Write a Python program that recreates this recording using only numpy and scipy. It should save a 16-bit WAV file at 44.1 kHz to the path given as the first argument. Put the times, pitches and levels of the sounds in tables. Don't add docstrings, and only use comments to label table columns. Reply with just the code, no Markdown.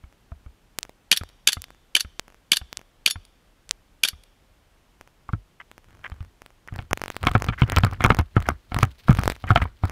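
import sys
import numpy as np
from scipy import signal
from scipy.fft import rfft, irfft
from scipy.io import wavfile
from scipy.ndimage import uniform_filter1d

SR = 44100
rng = np.random.default_rng(int(sys.argv[2]) if len(sys.argv) > 2 else 0)


def store_wav(level_fs):
    pcm = np.round(np.clip(np.atleast_2d(level_fs), -1, 1) * 32767)
    wavfile.write(sys.argv[1], SR, pcm.T.astype(np.int16))


N = 437031
HIT = np.arange(8192) / SR
TIME = np.arange(N) / SR

# start in seconds, gas pop in dB, delay of the slide's rear stop in ms and its level in dB,
# delay of the slide slamming shut in ms and its level in dB, metal ring in dB, nominal recoil clack of the gear in dB.
SHOTS = [(1.1147, -11, 9.9, -14, 57.7, -21.5, -47, -25),
         (1.4734, -10.5, 12.3, -16.5, 56.3, -22.5, -43, -25.5),
         (1.9514, -12, 12.8, -17.5, 55, -21.5, -41.5, -31.5),
         (2.518, -11, 12.9, -17.5, 51.2, -20, -48, -30.5), (3.0610, -12, 14, -20, 47.3, -24, -27, -27.5),
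         (4.0350, -13, 13, -19, 50.3, -23, -45, -38)]
# frequency in Hz, relative level in dB.
SHUT_SPECTRUM = [(200, -23.5), (700, -21.5), (1100, -12.5), (1600, -9.5), (2400, -4.5), (3600, -1.5),
                 (4700, -2), (6500, -9), (8200, -13.5), (10000, -5), (11800, -19.5), (12800, -10.5),
                 (14000, -19.5), (16000, -26.5)]
# nominal frequency in Hz, width in Hz, nominal level in dB.
HOUSING = [(246, 136, 8), (472, 300, -4), (726, 46, 6.5), (954, 460, 0.5), (1168, 250, 4), (1276, 87, 3.5),
           (1625, 84, -8.5), (2124, 110, 5), (3020, 210, -5), (3600, 500, -23)]
# frequency in Hz, relative level in dB.
SCRAPE_SPECTRUM = [(150, -16.5), (700, -5.5), (1150, 2), (1650, 7.5), (2200, 4.5), (2600, -5.5), (3100, -4),
                   (4000, -26.5), (6000, -29.5), (14000, -44.5)]
# start in seconds, length in seconds, then levels in dB
STRIDES = [(5.886, 0.38, -74, -63.5, -53, -43.5), (6.733, 0.096, -69, -55, -39, -32.5),
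           (6.97, 0.21, -58, -62, -55, -23.5), (7.221, 0.3, -59, -48, -35, -23),
           (7.597, 0.34, -55.5, -45.5, -36.5, -31.5), (8.001, .21, -58.5, -46, -33, -19.5),
           (8.361, 0.17, -58.5, -49, -36.5, -23), (8.741, .125, -50.5, -46.5, -32, -17.5),
           (9.083, 0.24, -47, -48, -37.5, -19), (9.465, 0.2, -55.5, -45.5, -34.5, -27.5),
           (9.838, 0.073, -54.5, -43, -39, -24.5)]
STRIDE_ATTACK_S, STRIDE_RELEASE_S = 0.011, 0.025
TICK_BEAT_S, TICK_START_S = 1024 / 48000, 0.7876
TICK_WIDTH_MS = 0.24


def pistol():
    # frequency in Hz, relative level in dB.
    pop_spectrum = [(88, -47), (150, -18.5), (871, -24), (1600, -8.5), (1980, -21), (2360, -3), (3290, -3),
                    (4000, -10.5), (4670, -8), (5250, -18.5), (5680, -12.5), (8230, -13), (11500, -18.5),
                    (13200, -24), (16000, -39.5)]
    # frequency in Hz, width in Hz, level in dB.
    barrel = [(262, 180, 0.5), (2350, 540, -0.5), (3114, 300, 0), (3600, 480, -4), (4680, 530, 2),
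              (5630, 160, 4), (6370, 72, 1.5), (7270, 240, -1), (8850, 410, -4.5), (10800, 2400, -1),
              (12650, 500, -6)]
    # frequency in Hz, relative level in dB.
    rear_spectrum = [(88, -48), (150, -16.5), (805, -10), (1630, -8), (2020, -10.5), (3490, 1.5),
                     (3920, -7.5), (4760, -8), (5150, -11.5), (6140, -11.5), (8400, -18.5), (10200, -12.5),
                     (11500, -22.5), (14500, -26), (16000, -47)]
    # nominal frequency in Hz, relative level in dB, t60 in seconds.
    metal = [(3547, -4, .1), (4317, -8.5, 0.1), (5460, -2.5, 0.07), (6800, -2, 0.063), (10000, -1.5, 0.069),
             (10337, -2, 0.069)]
    out = np.zeros(N)
    for s, pop_db, rear_ms, rear_db, shut_ms, shut_db, ring_db, _ in SHOTS:
        rear_s = s + rear_ms / 1000
        shut_s = s + shut_ms / 1000

        hammer = burst(hold_ms=1.5, decay_ms=1.2, tail_db=-31, tail_ms=5)
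        add(out, s - 0.0025, strike_frame(hammer, rear_spectrum, db=-41))

        gas = burst(hold_ms=2.4, decay_ms=0.9, tail_db=-8, tail_ms=9.9)
        gas_in_barrel = 0.18 * gas + resonate(gas, barrel)
        add(out, s, blow(colour(gas_in_barrel, pop_spectrum), pop_db))

        stop = burst(hold_ms=2.5, decay_ms=4.2, tail_db=-12, tail_ms=15)
        add(out, rear_s, strike_frame(stop, rear_spectrum, rear_db))

        drag = burst(hold_ms=3, decay_ms=2.9, tail_db=-19, tail_ms=8.7)
        add(out, shut_s - 0.009, strike_frame(drag, SHUT_SPECTRUM, db=-30.5))

        slam = burst(hold_ms=2.5, decay_ms=1.4, tail_db=-12.5, tail_ms=11)
        add(out, shut_s, strike_frame(slam, SHUT_SPECTRUM, shut_db))
        add(out, shut_s, blow(ring(metal, detune=0.002), ring_db))
    return out


def strike_frame(push, spectrum, db):
    # frequency in Hz, width in Hz, level in dB.
    frame = [(1720, 310, 0.5), (2970, 200, -5.5), (3540, 490, -1), (4500, 360, 2.5), (5587, 69, 2.5),
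             (6260, 200, 1), (7550, 640, 0.5), (9800, 980, -2.5), (11100, 250, 2.5), (12700, 600, 1.5)]
    return blow(colour(0.33 * push + resonate(push, frame), spectrum), db)


def woods(x, t60, wet_db):
    # frequency in Hz, relative level in dB.
    tree_spectrum = [(200, -8), (1200, 3.5), (2400, -4), (2700, -8.5), (3200, -2), (3600, 2.5),
                     (4050, -6.5), (4600, -6.5), (5600, 0), (6300, -6), (12000, -11), (16000, -24.5)]
    t = TIME[:SR]
    envelope = undb(-60 * t / t60) * (1 - np.exp(-t / 0.015))
    echoes = colour(rng.standard_normal(SR) * envelope, tree_spectrum)
    return undb(wet_db) * signal.fftconvolve(x, echoes / np.linalg.norm(echoes))[:N]


def gear():
    # start in seconds, nominal clack in dB, nominal thump in dB, brightness in dB.
    landings = [(.038, -41.5, -42.5, -1), (.318, -32.5, -35.5, -14.5), (.462, -37, -39, -12),
                (5.29, -19.5, -38, -15), (5.333, -18.5, -23, -11.5), (6.118, -31, -34.5, 3),
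                (6.206, -36.5, -32.5, 3), (6.724, -35.5, -31.5, -4), (6.789, -21, -30, 1),
                (6.912, -21, -32, -20), (7.237, -14.5, -29, -1.5), (7.269, -1, -22.5, 1),
                (7.312, -20, -28, -20), (7.351, -1.5, -18, -12), (7.486, -9.5, -21.5, -1),
                (7.619, -7.5, -14, -1.5), (7.769, -3.5, -18, -0.5), (7.835, -7.5, -16.5, 0),
                (7.865, -14, -25.5, -13), (8.006, -11, -27, -6), (8.046, 1, -17.5, -2.5),
                (8.061, -7.5, -22, -18), (8.103, 3, -17, -5.5), (8.187, -10, -21.5, -6),
                (8.195, -11, -26, -5), (8.366, -4.5, -15.5, -8.5), (8.487, -4.5, -30, -13),
                (8.719, -18, -33.5, -3), (8.764, -13.5, -24, -12), (8.828, -4, -18, -7),
                (9.083, -9.5, -38, -12), (9.094, -6.5, -11, -8.5), (9.115, -11.5, -17, -16),
                (9.187, -11.5, -21.5, -8), (9.44, -19, -32.5, -10), (9.505, -.5, -15.5, -6.5),
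                (9.559, 1.5, -20, -2.5), (9.619, -14, -21.5, -12), (9.836, -13.5, -20.5, -8.5)]
    rebound_range = [-28.5, -5.5]
    recoil_s, recoil_bright_db = 0.096, -3
    recoil_thump_db, recoil_thump_slope = -20, 0.6
    rebound_s, rebound_clack_db, rebound_thump_db = 0.011, -9, -6
    chatter_s, chatter_clack_db, chatter_thump_db = 0.05, 23, 14.5
    out = np.zeros(N)
    for s, *_, clack_db in SHOTS:
        thump_db = recoil_thump_db + recoil_thump_slope * clack_db
        add(out, s + recoil_s, jolt(clack_db, thump_db, recoil_bright_db))

    for s, clack_db, thump_db, bright_db in landings:
        brush = burst(hold_ms=10, decay_ms=2.5, tail_db=-39.5, tail_ms=5)
        add(out, s - 0.007, blow(resonate(brush, HOUSING), clack_db - 37))
        add(out, s, jolt(clack_db, thump_db, bright_db))
        again = jolt(clack_db + rebound_clack_db, thump_db + rebound_thump_db, bright_db)
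        rebound_gain = np.interp(clack_db, rebound_range, [0, 1])
        add(out, s + rebound_s * rng.uniform(0.8, 1.4), again * rebound_gain)

    for s, length, _, rub_db, _, _ in STRIDES[3:]:
        for k, (late, clack, thump) in enumerate(rng.uniform(-1, 1, (8, 3))):
            after = chatter_s * (k + 0.5 + late / 2)
            clack_db = rub_db + chatter_clack_db + 4 * clack
            thump_db = rub_db + chatter_thump_db + 4 * thump
            knock = jolt(clack_db, thump_db, bright_db=-14.5)
            add(out, s + after, knock * (after < length))
    return out


def jolt(clack_db, thump_db, bright_db):
    # nominal frequency in Hz, relative level in dB, nominal t60 in seconds.
    mount = [(58.4, -6.5, 0.22), (94.3, 7, 0.087), (130, -0.5, 0.047), (225.3, -10.5, 0.064)]
    spot_detune, spot_db = 0.036, 3.5
    contacts = burst(hold_ms=0.9, decay_ms=2.93, tail_db=-23, tail_ms=12.5)
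    contacts *= undb(2 * rng.standard_normal(len(HIT)))

    spot = []
    for hz, width, db in HOUSING:
        spot_hz = hz * (1 + spot_detune * rng.standard_normal())
        spot.append((spot_hz, width, db + spot_db * rng.standard_normal()))
    brightness = [(1400, 0), (3000, bright_db), (5000, bright_db - 15.5), (12000, bright_db - 24.5)]
    clack = colour(resonate(contacts, spot), brightness)

    stiffness = np.interp(thump_db, [-38.5, -25, -17, -10.5], [0.68, 1.02, 1.03, 1.45])
    modes = [(hz * stiffness, db, t60 / stiffness) for hz, db, t60 in mount]
    swing_up = 1 - np.exp(-HIT / 0.0016)
    swing = ring(modes, detune=0.1) * swing_up
    return blow(clack, clack_db - 13) + blow(swing, thump_db + 6.5)


def movement():
    # frequency in Hz, relative level in dB.
    leaf_spectrum = [(300, -0.5), (2000, 5.5), (4200, 5.5), (7000, -8.5), (14000, -9.5), (16000, -9)]
    rub_spectrum = [(100, -8.5), (400, 0), (900, 3), (1400, 7), (2300, -11.5), (3300, -20.5), (5000, -23.5),
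                    (12000, -47)]
    sway_spectrum = [(15, -9), (40, -8), (90, 0.5), (150, -15.5), (300, -24), (900, -46), (3000, -79)]
    wash_db = -8
    swish_db, swish_lead_s, swish_width_s = -16, 0.024, 0.043
    settle_db, settle_s = -11.5, 0.09
    _, _, leaves_db, rub_db, sway_db, _ = np.transpose(STRIDES)

    crush = slips(leaf_spectrum, grain_db=15.5, surge_db=23)
    crush *= pressure(leaves_db, STRIDE_ATTACK_S, STRIDE_RELEASE_S)
    settle = slips(leaf_spectrum, grain_db=10, surge_db=8)
    settle *= pressure(leaves_db + settle_db, attack_s=0.099, release_s=settle_s)

    cloth = undb(-5) * slips(rub_spectrum, grain_db=12, surge_db=-1)
    cloth += undb(-7) * slips(SCRAPE_SPECTRUM, grain_db=18, surge_db=11)
    rub = cloth * pressure(rub_db, STRIDE_ATTACK_S, STRIDE_RELEASE_S)
    sway = slips(sway_spectrum, grain_db=2, surge_db=2)
    sway *= pressure(sway_db, attack_s=0.016, release_s=0.025)

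    sweep = np.zeros(N)
    for s, _, db, *_ in STRIDES[3:]:
        sweep += undb(db + swish_db) * np.exp(-((TIME - s + swish_lead_s) / swish_width_s) ** 2)
    slide = pressure(leaves_db + wash_db, STRIDE_ATTACK_S, STRIDE_RELEASE_S)
    wash = slips(leaf_spectrum, grain_db=8, surge_db=3) * (sweep + slide)
    return wash + crush + settle + rub + sway


def pressure(levels_db, attack_s, release_s):
    total = np.zeros(N)
    for (s, length, *_), db in zip(STRIDES, levels_db):
        swell = np.minimum(TIME - s, 0) / attack_s
        fade = np.maximum(TIME - s - length, 0) / release_s
        total += undb(db) * np.exp(swell - fade)
    return total


def slips(spectrum, grain_db, surge_db, size=32):
    grains = np.repeat(rng.uniform(-1.5, 1.5, N // size + 1), size)[:N]
    surge_steps = np.repeat(rng.uniform(-1.5, 1.5, N // 800 + 1), 800)
    surges = uniform_filter1d(surge_steps, 400)[:N]
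    strength = undb(grain_db * grains + surge_db * surges)
    return unit(colour(strength * rng.standard_normal(N), spectrum))


def scuffs(grain_db, release_ms):
    # start in seconds, level in dB, length in ms.
    scrapes = [(5.600, -40.5, 13.3), (6.0415, -31.5, 3), (6.052, -35, 12.6), (6.684, -39.5, 4),
               (7.525, -34.5, 14), (7.578, -38.5, 31), (7.675, -48, 110), (7.725, -37, 20), (8.02, -31, 17),
               (8.455, -38, 11), (9.475, -34.5, 15), (9.616, -26, 7.1), (9.63, -40, 11)]
    out = np.zeros(N)
    ms = HIT * 1000
    for s, db, length_ms in scrapes:
        strength = undb(grain_db * np.repeat(rng.uniform(-1.5, 1.5, len(HIT) // 32), 32))
        grains = unit(colour(strength * rng.standard_normal(len(HIT)), SCRAPE_SPECTRUM))
        first_grip = 1 + 0.23 * np.exp(-ms / 3)
        fade = np.exp(-np.maximum(ms - length_ms, 0) / release_ms)
        add(out, s, undb(db) * grains * first_grip * fade)
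    return out


def ticks():
    # start in seconds, pulse height in dB, width in ms, rebound from 0 to 1.
    single_ticks = [(0.1264, -41, 0.24, 0), (0.7875, -2.5, 0.048, 0), (.809, -36, 0.024, 0.2),
                    (0.8303, -12, 0.077, 1), (0.8943, -32.5, .68, 0.3), (1.2355, -23.5, 0.33, 0.13),
                    (1.6196, -16, 0.045, 0.75), (1.6411, -24, 0.13, 1), (1.705, -34, 0.32, 0.05),
                    (2.1957, -6.5, .08, 0.02), (2.281, -32.5, 0.25, 0), (2.7288, -14.5, .1, .1),
                    (2.7718, -11.5, 0.069, 0.97), (3.6927, -21, 0.065, .73), (3.7103, -1.5, 0.074, 0.9),
                    (5.0115, -27.5, .25, 0), (5.715, -28, 0.19, 0), (5.780, -30, 0.26, 0),
                    (6.4195, -27.5, .25, 0), (6.4622, -28, 0.16, 0.07), (6.676, -28.5, .25, 0),
                    (6.7598, -32, .21, 0.04), (6.9104, -20, 0.25, 0), (6.9316, -0.5, .24, 0),
                    (6.9747, -16.5, 0.2, 0), (7.0169, -22, 0.29, 0), (7.0382, -15, 0.27, 0.1),
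                    (7.1023, -30.5, 0.33, 0), (7.1663, -15, 0.16, 0.1), (7.2715, -11.5, 0.25, 0.1),
                    (7.4221, -11.5, .24, 0), (7.6991, -10.5, .17, 0.1), (7.7208, -9.5, 0.234, 0),
                    (7.7636, -4, .1, 0.04), (7.7851, -6.5, 0.31, 0.4), (7.8486, -9, 0.331, 0.26),
                    (8.0409, -2.5, 0.25, 0), (8.0628, -12, .42, 0), (8.1901, -10.5, .12, 0),
                    (8.4891, -7, .25, 0.06), (8.7886, -8.5, 0.26, 0), (8.8311, -2, .23, 0.1),
                    (9.1076, -19, .24, 0), (9.1924, -15, .29, 0.2), (9.2356, -16.5, 0.26, 0),
                    (9.2781, -4, 0.44, 0), (9.3, -10.5, 0.32, 0)]
    width_octaves, scatter_db = 0.45, 5.5
    run_share = 0.8
    trail_db, trail_share = -19, 0.28
    out = np.zeros(N)
    for s, db, width_ms, rebound in single_ticks:
        add(out, s, tick(db, width_ms, rebound))
        for k, (chance, size) in enumerate(rng.random((3, 2)), 1):
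            if chance < trail_share:
                faint_db = np.clip(db, -20, -10) + trail_db + 8 * (size - 0.5)
                add(out, s + k * TICK_BEAT_S, tick(faint_db, TICK_WIDTH_MS, 0))

    beats = np.arange(TICK_START_S, N / SR, TICK_BEAT_S)
    chances = rng.random(len(beats))
    spreads = rng.standard_normal((len(beats), 2))
    for beat, chance, (size, wide) in zip(beats, chances, spreads):
        for s, length, *_, db in STRIDES:
            if s <= beat < s + length and chance < run_share:
                width_ms = TICK_WIDTH_MS * 2 ** (width_octaves * wide)
                add(out, beat, tick(db + scatter_db * size, width_ms, 0))
    return out


def tick(db, width_ms, rebound):
    n = np.arange(256)
    width = width_ms * SR / 1000
    push = np.clip(width - n, 0, 1)
    whole = np.clip(2 * width - n, 0, 1)
    return undb(db) * (push - rebound * (whole - push))


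def pellets():
    # start in seconds, level in dB.
    taps = [(1.289, -53.5), (1.641, -48), (3.251, -53.5), (4.236, -54.5)]
    out = np.zeros(N)
    for s, db in taps:
        tap = burst(hold_ms=1.8, decay_ms=1.8, tail_db=-29, tail_ms=12)
        add(out, s, blow(colour(tap, SHUT_SPECTRUM), db))
    return out


def air(level_db):
    # frequency in Hz, relative level in dB.
    air_spectrum = [(12, -33.5), (20, -9), (36, -1.5), (55, -11), (168, -19), (357, -23.5), (434, -25),
                    (472, -24.5), (558, -25.5), (976, -28), (2460, -33), (3070, -33), (3950, -37),
                    (14700, -46.5), (16000, -55)]
    return unit(colour(rng.standard_normal(N), air_spectrum, size=8192)) * undb(level_db)


def undb(db):
    return 10 ** (np.asarray(db) / 20)


def unit(x):
    return x / np.sqrt(np.mean(x ** 2))


def blow(x, db):
    return x * undb(db) / np.sqrt(np.sum(x ** 2) / (0.01 * SR))


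def add(track, s, x):
    i = int(s * SR)
    track[i:i + len(x)] += x[:max(N - i, 0)]


def colour(x, points, size=2048):
    hz, db = np.transpose(points)
    bins_hz = np.fft.rfftfreq(size, 1 / SR)
    log_gain = np.log(undb(np.interp(np.log(bins_hz + 1), np.log(hz), db)))
    cepstrum = irfft(log_gain)
    cepstrum[1:size // 2] *= 2
    cepstrum[size // 2 + 1:] = 0
    response = irfft(np.exp(rfft(cepstrum)))
    return signal.fftconvolve(x, response)[:len(x)]


def resonate(x, peaks):
    return sum(undb(db) * signal.lfilter(*signal.iirpeak(hz, hz / width, fs=SR), x) for hz, width, db in peaks)


def ring(modes, detune):
    total = np.zeros(len(HIT))
    for hz, db, t60 in modes:
        mode_hz = hz * (1 + detune * rng.standard_normal())
        total += undb(db - 60 * HIT / t60) * np.sin(2 * np.pi * mode_hz * HIT)
    return total


def burst(hold_ms, decay_ms, tail_db, tail_ms):
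    ms = HIT * 1000
    main = np.exp(-np.maximum(ms - hold_ms, 0) / decay_ms)
    tail = undb(tail_db) * np.exp(-ms / tail_ms)
    return (main + tail) * rng.standard_normal(len(HIT))


def scene():
    shots = pistol()
    echo = woods(shots, t60=0.8, wet_db=-39)
    player = gear() + movement() + scuffs(grain_db=6, release_ms=4.7)
    return (shots + echo + pellets() + player + ticks() + air(level_db=-58.5))[None]


def record(dry):
    high_pass = signal.butter(1, 24, "high", fs=SR, output="sos")
    low_pass = signal.ellip(10, 0.2, 95, 15600, fs=SR, output="sos")
    clipped = np.clip(signal.sosfilt(high_pass, dry), -1, 1)
    return signal.sosfilt(low_pass, clipped)


dry = scene()
out = record(dry)
store_wav(out)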